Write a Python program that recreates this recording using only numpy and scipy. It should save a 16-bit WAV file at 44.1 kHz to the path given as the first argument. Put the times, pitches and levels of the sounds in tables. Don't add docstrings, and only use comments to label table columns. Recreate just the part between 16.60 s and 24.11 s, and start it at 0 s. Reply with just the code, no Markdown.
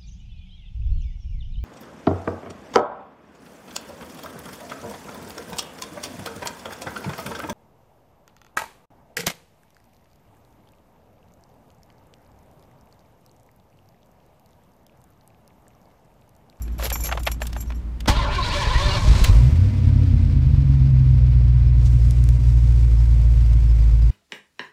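import sys
import numpy as np
from scipy import signal
from scipy.fft import rfft, irfft, next_fast_len
from scipy.io import wavfile
from scipy.ndimage import uniform_filter1d

SR = 44100
rng = np.random.default_rng(int(sys.argv[2]) if len(sys.argv) > 2 else 0)


def file_out(sig):
    cols = np.atleast_2d(sig).T
    lim = np.clip(cols, -1, 1)
    pcm = np.round(lim * 32767).astype(np.int16)
    wavfile.write(sys.argv[1], SR, pcm)


N = 331191
T = np.arange(N) / SR
HZ = np.fft.rfftfreq(N, 1 / SR)
CUT_HZ = 15600


def amp(db):
    return 10 ** (np.asarray(db) / 20)


def unit(x):
    return x / np.sqrt(np.mean(x ** 2) + 1e-20)


def curve(rows):
    return np.interp(T, *np.transpose(rows))


def ramp(start, end):
    return np.clip((T - start) / (end - start), 0, 1)


def swell(s, fall_s):
    return np.exp(-((T - s) / fall_s) ** 2)


def colour(points, hz=HZ):
    f, db = np.transpose(points)
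    return amp(np.interp(np.log(hz + 1), np.log(f + 1), db))


def peaks(modes):
    gain = 0
    for f, width, db in modes:
        detuning = (HZ ** 2 - f ** 2) / (width * (HZ + f))
        gain = gain + amp(db) / (1 + detuning ** 2 * 2) ** 1.5
    return gain


def causal(gain):
    cepstrum = irfft(np.log(np.maximum(gain, gain.max() * 1e-5)), N)
    fold = 1 + np.sign(N / 2 - np.arange(N)) * (T > 0)
    return np.exp(rfft(cepstrum * fold))


def shaped(x, gain):
    size = next_fast_len(N + SR // 2)
    response = np.interp(np.fft.rfftfreq(size, 1 / SR), HZ, gain)
    return irfft(rfft(x, size) * response, size)[:N]


def noise(gain):
    return unit(shaped(rng.standard_normal(N), gain))


def wander(hz):
    f = np.fft.rfftfreq(16384, 1 / 2000)
    slow = irfft(rfft(rng.standard_normal(16384)) / (1 + (f / hz) ** 4))
    return unit(np.interp(T * 2000, np.arange(len(slow)), slow))


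def levelled(x, size=SR // 7):
    return x / np.sqrt(abs(uniform_filter1d(x ** 2, size=size)) + 1e-12)


def add(mix, s, sound):
    part = mix[max(round(s * SR), 0):][:len(sound)]
    part += sound[:len(part)]


# frequency in Hz, level in dB.
AIR_COLOUR = [(41, -34), (70, -9.5), (129, -19.5), (325, -26.5), (478, -38.5), (1100, -42), (15500, -71)]
AIR_DB = -39


def surroundings(hum_hz=57.95, beat_hz=8.5, beat=0.32, throb_db=-36, hum_db=-28):
    hum = np.sqrt(2) * np.sin(2 * np.pi * np.cumsum(hum_hz * (1 + 0.007 * wander(10.5))) / SR)
    hum *= 1 + beat * np.sin(2 * np.pi * np.cumsum(beat_hz * (1 + 0.2 * wander(2.5))) / SR)
    hum *= amp(hum_db) * ramp(2.6, 1.16)
    throb = noise(peaks([(46.7, 11, 4.0), (28, 9.0, -4.5), (109, 25, -6.5), (163.0, 28, -13), (228.5, 25, -14)]))
    return hum + amp(throb_db) * throb + amp(AIR_DB) * noise(colour(AIR_COLOUR))


# start in seconds, relative level in dB, frequency struck hardest in Hz, ring length as a share.
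JINGLES = [(0.02, -32, 10500, 0.47), (0.12, -50, 5860, 1.3), (0.182, -35, 11000, .6),
           (.243, -27, 11600, 0.55), (.326, -18.5, 14000, 1.4), (0.406, -26.5, 14000, 0.8),
           (0.437, -19.5, 11500, 0.76), (0.455, -26, 11600, 1.25), (0.595, -34, 7400, 0.69),
           (0.654, -31.5, 11600, 1), (0.719, -25.5, 5600, 0.47), (0.819, -25.5, 7440, 0.4),
           (0.967, -36, 6350, 1.2), (1.006, -28, 11800, 0.51), (1.155, -57, 7000, 0.67)]
# frequency in Hz, level in dB, seconds to fall 60 dB at full ring length.
KEY_MODES = [(2140, -26, 0.12), (2342, -7, 0.1), (5540, -8, 0.12), (5710, -6, 0.13), (6380, -11.5, 0.28),
             (6950, -14, .15), (7250, -6, 0.22), (7450, -5, 0.19), (10900, -8, .09), (11560, -0.5, .12),
             (11500, -7, 0.14), (13980, -5, 0.11), (14350, -12, .1)]
# frequency in Hz, level in dB.
SLIDE_COLOUR = [(240, -46), (400, -7.5), (496, 0.5), (928, -11.5), (7210, -16.5), (8530, -27),
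                (11800, -15.5), (15500, -26)]
# centre in seconds, seconds to fall to 1/e, dB over its steady scraping.
RASPS = [(0.253, 0.036, 23.4), (0.464, 0.024, 18.3)]
SCRAPE_DB = -50.5
SWAY_COUNT, SWAY_DB = 16, -48.5


def keys(ring_db=-11, spread_db=4.5, detune=0.001, chatter_s=.012, bounce_db=-7, tick_db=-9,
         tick_t60=0.061, grain_db=3, focus_db=7, focus_octaves=0.083):
    out, knocks, t = np.zeros(N), np.zeros(N), T[:SR // 3]
    hz, mode_db, t60 = np.transpose(KEY_MODES)[:, :, None]
    touches = []
    for s, which in rng.random((SWAY_COUNT, 2)):
        struck_hz = KEY_MODES[int(which * len(KEY_MODES))][0]
        touches.append((s * JINGLES[-1][0], SWAY_DB, struck_hz, 1))
    attack = 1 - np.exp(-t / 0.00037)
    for s, db, struck_hz, length in list(JINGLES) + touches:
        struck_db = mode_db + focus_db * np.exp(-(np.log2(hz / struck_hz) / focus_octaves) ** 2)
        for bounce in range(3):
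            size, shift, phase = rng.standard_normal((3, len(KEY_MODES), 1))
            decay = amp(struck_db + spread_db * size - 60 * t / (t60 * length))
            ring = np.sin(2 * np.pi * (hz * (1 + detune * shift) * t + phase)) * decay
            when = s + bounce * chatter_s * rng.uniform(0.43, 1.6)
            level = amp(db + ring_db + bounce * bounce_db)
            add(out, when, level * ring.sum(0) * attack)
            add(knocks, when, level * amp(tick_db - 60 * t / tick_t60))
    shimmer = knocks * noise(colour([(1500, -25), (5500, 6), (9000, -1), (12000, 6), (16000, -14)]))
    rasp = unit(noise(colour(SLIDE_COLOUR)) * amp(grain_db * wander(270)))
    pressure_db = SCRAPE_DB + sum(db * swell(s, fall_s) for s, fall_s, db in RASPS)
    return out + shimmer + rasp * amp(pressure_db) * ramp(0.18, 0.182) * ramp(0.59, 0.548)


# time in seconds, relative level in dB, brightness in dB per octave.
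CLICKS = [(0.079, -41.5, -0.5), (0.197, -27, -8.5), (0.225, -27.5, -3), (0.301, -23.5, 5.5),
          (0.317, -25.5, -6), (0.356, -27, -2.5), (0.49, -27, -5.5), (0.514, -24.5, -4.5), (0.524, -19, -4),
          (0.551, -28, -17), (0.574, -24, -4), (0.633, -32, 14), (0.666, -26, 2), (0.671, -16, -1.5),
          (0.675, -22.5, -2.5), (0.716, -28, 12), (0.812, -42, 7), (0.818, -22.5, -4), (0.869, -29, 11),
          (0.93, -33.5, 3.5), (0.964, -30, -5.5), (1.103, -33.5, -3), (1.121, -37, -2.5),
          (1.405, -33.5, 3.5), (1.458, -30, -2.5), (2.641, -20, 7.5), (2.645, -19, 2.5)]
# frequency in Hz, level in dB.
CLICK_COLOUR = [(250, -39), (550, 1.5), (1100, 0.5), (3000, -1), (9000, -18.5), (15000, -22.5)]


def clicks(click_db=-1, light_touch=0.19, rise_s=0.001085, t60=0.042, treble_t60=0.03, touch_db=-15,
           touch_s=0.0027, tail_db=-26, tail_t60=0.18):
    out, lead_s = np.zeros(N), .02
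    t = T[:SR // 5] - lead_s
    hz = np.fft.rfftfreq(len(t), 1 / SR)
    before, after = np.minimum(t, 0), np.maximum(t, 0)
    low = 1 / (1 + (hz / 2800) ** 4)
    onset = np.exp(before / rise_s) + amp(touch_db) * np.exp(before / touch_s)
    tail = amp(tail_db - 60 * after / tail_t60)
    loudest_db = np.max(CLICKS, axis=0)[1]
    for s, db, bright_db in CLICKS:
        gain = colour(CLICK_COLOUR, hz) * amp(bright_db * np.log2(np.clip(hz, 700, 9000)))
        spectrum = rfft(rng.choice([-1, 1], len(t))) * unit(gain)
        length = amp(light_touch * (db - loudest_db))
        crack = 0
        for band, ring_s in ((low, t60), (1 - low, treble_t60)):
            decay = amp(-60 * after / (ring_s * length)) + tail
            crack = crack + irfft(spectrum * band, len(t)) * decay
        add(out, s - lead_s + rise_s, amp(db + click_db) * crack * onset)
    return out


def fumbling(ticks_per_s=80, fumble_db=-46, spread_db=4, t60=0.037):
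    taps = (rng.random(N) < ticks_per_s / SR) * amp(spread_db * np.clip(rng.standard_normal(N), -2, 2))
    fade = signal.fftconvolve(taps, amp(-60 * T[:SR // 10] / t60))[:N]
    plastic = noise(colour([(200, 0), (500, 1), (900, 7), (1600, -2), (3500, -3.0), (9000, -13), (15000, -18)]))
    return amp(fumble_db) * unit(fade * plastic) * ramp(0.171, 0.179) * ramp(1.28, 0.51)


def teeth(turns, flutter_db, count):
    total = np.zeros(N)
    for k in range(1, count):
        total += np.cos(2 * np.pi * (k * turns + rng.random())) * amp(flutter_db * wander(19.6))
    return unit(total)


def bay_reflections(x, wet_db, t60):
    t = T[:SR // 4]
    tail = rng.standard_normal(len(t)) * amp(-60 * t / t60) * (t > .002)
    return x + amp(wet_db) * signal.fftconvolve(x, tail / np.linalg.norm(tail))[:N]


# frequency in Hz, level in dB.
STARTER_BODY = [(200, -10), (350, -5.5), (460, -7.5), (600, -1), (750, -8.5), (900, 1), (1070, 1),
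                (1250, -6.5), (1800, -6), (2300, -6), (2900, -7.5), (4100, -5.5), (7600, -23.5),
                (11000, -36), (15500, -47)]
# frequency in Hz, width in Hz, level in dB.
STARTER_RINGS = [(996, 28, -5), (1070, 44, 0), (2302, 39, -10), (4071, 60, -10)]
# time in seconds, mean teeth meshing per second.
STARTER_SPEED = [(1.48, 250), (1.55, 312), (1.58, 360), (1.62, 346), (1.672, 224), (1.7, 224), (1.75, 412),
                 (1.815, 326), (1.855, 498), (1.885, 478), (1.915, 426), (1.945, 572), (2.012, 588),
                 (2.065, 402), (2.115, 512), (2.15, 462), (2.195, 556), (2.26, 596), (2.29, 558),
                 (2.35, 596), (2.41, 510), (2.46, 640), (2.65, 680), (2.9, 430)]
REFERENCE_HZ = 580
UNSTEADY, UNSTEADY_HZ = .02, 45
BAY_WET_DB, BAY_T60 = 1, .1
TOOTH_FLUTTER_DB, SHAFT_DB = 5, -2


def starter(grit=0.4, grind_grit=0.63, rattle_db=1.5, whine_db=-29.0, grind_db=-29, fizz_db=-42.5,
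            grind_db_per_octave=5, fizz_db_per_octave=10,
            whine_free_db=-5.0, grind_free_db=-7.0, fizz_free_db=-1):
    hz = uniform_filter1d(curve(STARTER_SPEED), size=SR // 80)
    octaves = np.log2(hz / REFERENCE_HZ)
    free = ramp(2.37, 2.41)
    turns = np.cumsum(hz * (1 + UNSTEADY * wander(UNSTEADY_HZ))) / SR
    gear = teeth(turns, TOOTH_FLUTTER_DB, count=15)
    shaft = amp(SHAFT_DB) * teeth(turns / 3, TOOTH_FLUTTER_DB, count=34)
    lines = unit(bay_reflections(gear + shaft, BAY_WET_DB, BAY_T60)) * (1 - 0.59 * free)
    contact = 1.4 + np.exp(-(turns % 1) / 0.26)
    scrape = 2 * unit(rng.standard_normal(N) * contact * amp(rattle_db * wander(68)))
    body = colour(STARTER_BODY) * (1 + peaks(STARTER_RINGS))
    low, high = 1 / (1 + (HZ / 1400) ** 8), 1 - 1 / (1 + (HZ / 6000) ** 8)
    whine = levelled(shaped(lines + grit * scrape, body * low))
    whine = whine * amp(whine_db + whine_free_db * free)
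    grind = levelled(shaped(lines + grind_grit * scrape, body * (1 - low - high)))
    grind = grind * amp(grind_db + grind_db_per_octave * octaves + grind_free_db * free)
    fizz = unit(shaped(scrape, body * high))
    fizz = fizz * amp(fizz_db + fizz_db_per_octave * octaves + fizz_free_db * free)
    meshed = ramp(2.728, 2.678)
    return (whine * ramp(2.87, 2.58) + (grind + fizz) * meshed) * ramp(1.47, 1.49)


def solenoid(clunk_db=-13, t60=0.14):
    gain = colour([(60, -1.0), (120, 11.5), (300, 1.5), (650, -5), (890, 3.5), (1100, -4.5), (2200, -6),
                   (4500, -6), (7000, -14.5), (15000, -30)])
    decay = amp(clunk_db - 60 * np.maximum(T - 1.485, 0) / t60)
    return noise(gain) * ramp(1.474, 1.485) * decay


# frequency in Hz, width in Hz, level in dB.
EXHAUST = [(56.94, 19.4, 5), (91, 27.5, -0.5), (127.84, 13, 6), (181.5, 26, -17.5), (224.9, 20.4, -9),
           (271.8, 22.5, -14), (372, 28, -37.5)]
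# start in seconds, relative level in dB.
COUGHS = [(1.496, -3), (1.569, -7.5), (1.621, -10), (2.07, -8), (2.155, -6), (2.257, -8.5), (2.445, -8.5),
          (2.477, -3.5), (2.498, -1.5), (2.514, -3.5), (2.551, -9), (2.615, -3.5), (2.696, -1.5)]


def cranking(rumble_db=-24, firing_db=11, cough_db=-1.5, boom_db=-7):
    pipe = causal(colour([(10, -15), (26, -1.0), (52, -4.5), (75, -6.0), (125, -9.0), (165, -20.0),
                          (230, -25.0), (320, -33.0), (600, -42.5), (2000, -91)]))
    rumble = levelled(noise(abs(pipe))) * amp(rumble_db + firing_db * ramp(2.13, 2.84))
    out = rumble * ramp(1.48, 1.49) * ramp(2.72, 2.684)
    thump = irfft(causal(abs(pipe) + amp(boom_db) * peaks(EXHAUST[:1])), N)[:SR // 4]
    for s, db in COUGHS:
        add(out, s, amp(db + cough_db) * thump / abs(thump).max())
    return out


# time in seconds, mean firings per second.
SPEED = [(2.68, 44.7), (2.79, 58.2), (2.89, 70), (2.97, 84.5), (3.07, 102), (3.22, 90), (3.34, 92),
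         (3.8, 80), (3.92, 68.7), (4.12, 67.5), (4.3, 65.3), (4.5, 63), (4.7, 60.1), (4.95, 60.8),
         (5.16, 59.6), (5.75, 59.6), (6.5, 56.6), (6.65, 57.4), (7.28, 53.8), (7.5, 55.2)]


def engine_speed():
    return curve(SPEED) * (1 + 0.007 * wander(6.8))


# frequency in Hz, level in dB.
BAY_COLOUR = [(180, -35.5), (300, -8.5), (376, -3.5), (421, -32), (489, -2.5), (569, -18), (621, -11.5),
              (778, -17), (5000, -24.5), (6000, -31), (7800, -57), (13200, -120)]
# frequency in Hz, level in dB.
HISS_COLOUR = [(2940, -25), (5000, -3.5), (8340, -6), (10400, -16), (14000, -15), (15500, -25)]
# frequency in Hz, width in Hz, level in dB.
BAY_RINGS = [(374.5, 12, -1), (495.5, 11, 3), (615, 24, 0.5), (967, 37, -3), (1518, 14, -8), (2050, 18, -5),
             (2340, 760, -13.5)]
CATCH_S, SETTLE_S = 2.75, 0.37
LEAN_BACK_S = 5.2


def engine_bay(firings, clatter_db=-48.0, rings_db=-54, hiss_db=-65.0, catch_db=10, catch_hiss_db=17,
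               lean_db=10.0, lean_fade_db_per_s=1.5, beat=0.36, tick_decay=0.6):
    tick = unit(np.exp(-(firings % 1) / tick_decay))
    pulse = unit(1 + beat * (1 + 0.66 * wander(30)) * tick)
    clatter = amp(clatter_db) * noise(colour(BAY_COLOUR)) * pulse
    clatter = clatter + amp(rings_db) * noise(peaks(BAY_RINGS))
    hiss = amp(hiss_db) * noise(colour(HISS_COLOUR)) * pulse
    fresh = np.exp(-np.maximum(T - CATCH_S, 0) / SETTLE_S)
    leaning_db = lean_db - lean_fade_db_per_s * (T - LEAN_BACK_S)
    leaning_db = leaning_db * ramp(LEAN_BACK_S - .05, LEAN_BACK_S + .05)
    bay = clatter * amp(catch_db * fresh) + hiss * amp(catch_hiss_db * fresh + leaning_db)
    return bay * ramp(2.51, 2.65)


CYLINDERS = [0.8, -0.69, .8, .7, -0.78, 0.84, -0.62, -.7]
# frequency in Hz, level in dB.
BOOM = [(44, -18), (53, -13.5), (59, -15), (66, -19), (72, -21.5), (83, -19.5), (98, -16), (108, -25.5),
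        (118, -17), (126, -12), (133, -13), (143, -21.5), (155, -39), (180, -46)]
# centre in seconds, seconds to fall to 1/e, change of effort in dB.
SURGES = [(2.74, 0.044, 1.5), (2.95, 0.057, 2), (3.151, 0.041, -7.5), (3.92, 0.1, 2), (5.54, 0.024, -5),
          (5.806, 0.022, -6)]
# time in seconds, level in dB before the effort.
LOPE = [(2.7, -27.5), (3.05, -21), (3.3, -16.5), (3.95, -17), (4.4, -20.5), (5.5, -24), (6.3, -24.5),
        (7.5, -25)]
# time in seconds, level in dB.
BARK = [(2.7, -36.5), (2.9, -33), (3.5, -29), (3.95, -33.5), (4.3, -32.5), (4.7, -38.5), (5.6, -40),
        (6.2, -43.5), (7.5, -46.5)]
UNEVEN = .58


def exhaust(hz, firings, tone_db=1.5, octave_db=-2.5, push_db=0.74, overtones=0.0018, waver_db=1.34):
    pipe_phase = np.unwrap(np.angle(causal(peaks(EXHAUST))))
    octaves_per_s = uniform_filter1d(np.gradient(np.log2(hz)) * SR, size=SR // 8)
    push = np.maximum(octaves_per_s, 0)
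    effort = amp(push_db * push + sum(db * swell(s, fall_s) for s, fall_s, db in SURGES))
    even = 0
    for k, level_db in ((1, tone_db), (2, octave_db)):
        wave = np.cos(2 * np.pi * k * firings + np.interp(k * hz, HZ, pipe_phase))
        even = even + amp(level_db) * colour(BOOM, k * hz) * wave
    even = np.sqrt(2) * effort * even
    at = np.flatnonzero(np.diff(np.floor(firings)))
    strengths = np.resize(CYLINDERS - np.mean(CYLINDERS), len(at))
    pulses = np.zeros(N)
    pulses[at] = strengths + UNEVEN * rng.standard_normal(len(at))
    fronts = overtones * sum(np.cos(2 * np.pi * k * firings) for k in range(3, 7))
    lope = levelled(shaped(pulses, causal(peaks(EXHAUST[:3]))))
    lope = lope * amp(curve(LOPE)) * np.sqrt(effort)
    bark = levelled(shaped(pulses + fronts, causal(peaks(EXHAUST[3:])))) * amp(curve(BARK))
    power = abs(uniform_filter1d(even ** 2 + lope ** 2, size=SR // 12))
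    strokes = levelled(even * amp(waver_db * wander(24)) + lope, size=SR // 11) * np.sqrt(power)
    return (strokes + bark) * ramp(2.66, 2.7)


# centre in seconds, mean pitch in Hz.
CHIRPS = [(5.08, 5180), (5.42, 5100), (5.84, 4780), (6.39, 5200), (6.85, 4740), (7.1, 5200), (7.21, 4900),
          (7.43, 4850)]


def chirps(chirp_db=-55, fall_s=.018):
    bend = 1 + .012 * wander(120)
    out = np.zeros(N)
    for s, hz in CHIRPS:
        out += swell(s, fall_s) * np.sin(2 * np.pi * np.cumsum(hz * bend) / SR)
    return amp(chirp_db) * out


def brush(brush_db=-43.5, grain_db=2):
    stroke = swell(5.266, .013)
    cloth = noise(colour([(300, -14), (1000, -8), (4500, 5), (8000, -1), (15000, -26)]))
    return amp(brush_db) * stroke * unit(amp(grain_db * wander(200)) * cloth)


# start in seconds, peak level in dB, lowest frequency in Hz.
TICKS = [(5.5095, -19, 3200), (5.6405, -22.5, 4500), (5.69, -18, 900)]


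def ticks(top_hz=10500):
    out = np.zeros(N)
    for s, db, low_hz in TICKS:
        band = signal.butter(2, [low_hz, min(top_hz, CUT_HZ)], "bandpass", fs=SR, output="sos")
        snap = signal.sosfilt(band, np.eye(1, SR // 100)[0])
        add(out, s, amp(db) * snap / abs(snap).max())
    return out


def scene():
    hz = engine_speed()
    firings = np.cumsum(hz) / SR
    ignition = keys() + clicks() + fumbling()
    start = starter() + solenoid() + cranking()
    engine = engine_bay(firings) + exhaust(hz, firings)
    handling = brush() + ticks()
    return (surroundings() + ignition + start + engine + chirps() + handling)[None]


def record(dry):
    x = signal.sosfilt(signal.butter(2, 18, "highpass", fs=SR, output="sos"), dry)
    x = x * np.minimum((T[-1] - T) / .008, 1)
    band_limit = signal.firwin(401, CUT_HZ, window=("kaiser", 9), fs=SR)
    return signal.oaconvolve(x, band_limit[None], "same")


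dry = scene()
out = record(dry)
file_out(out)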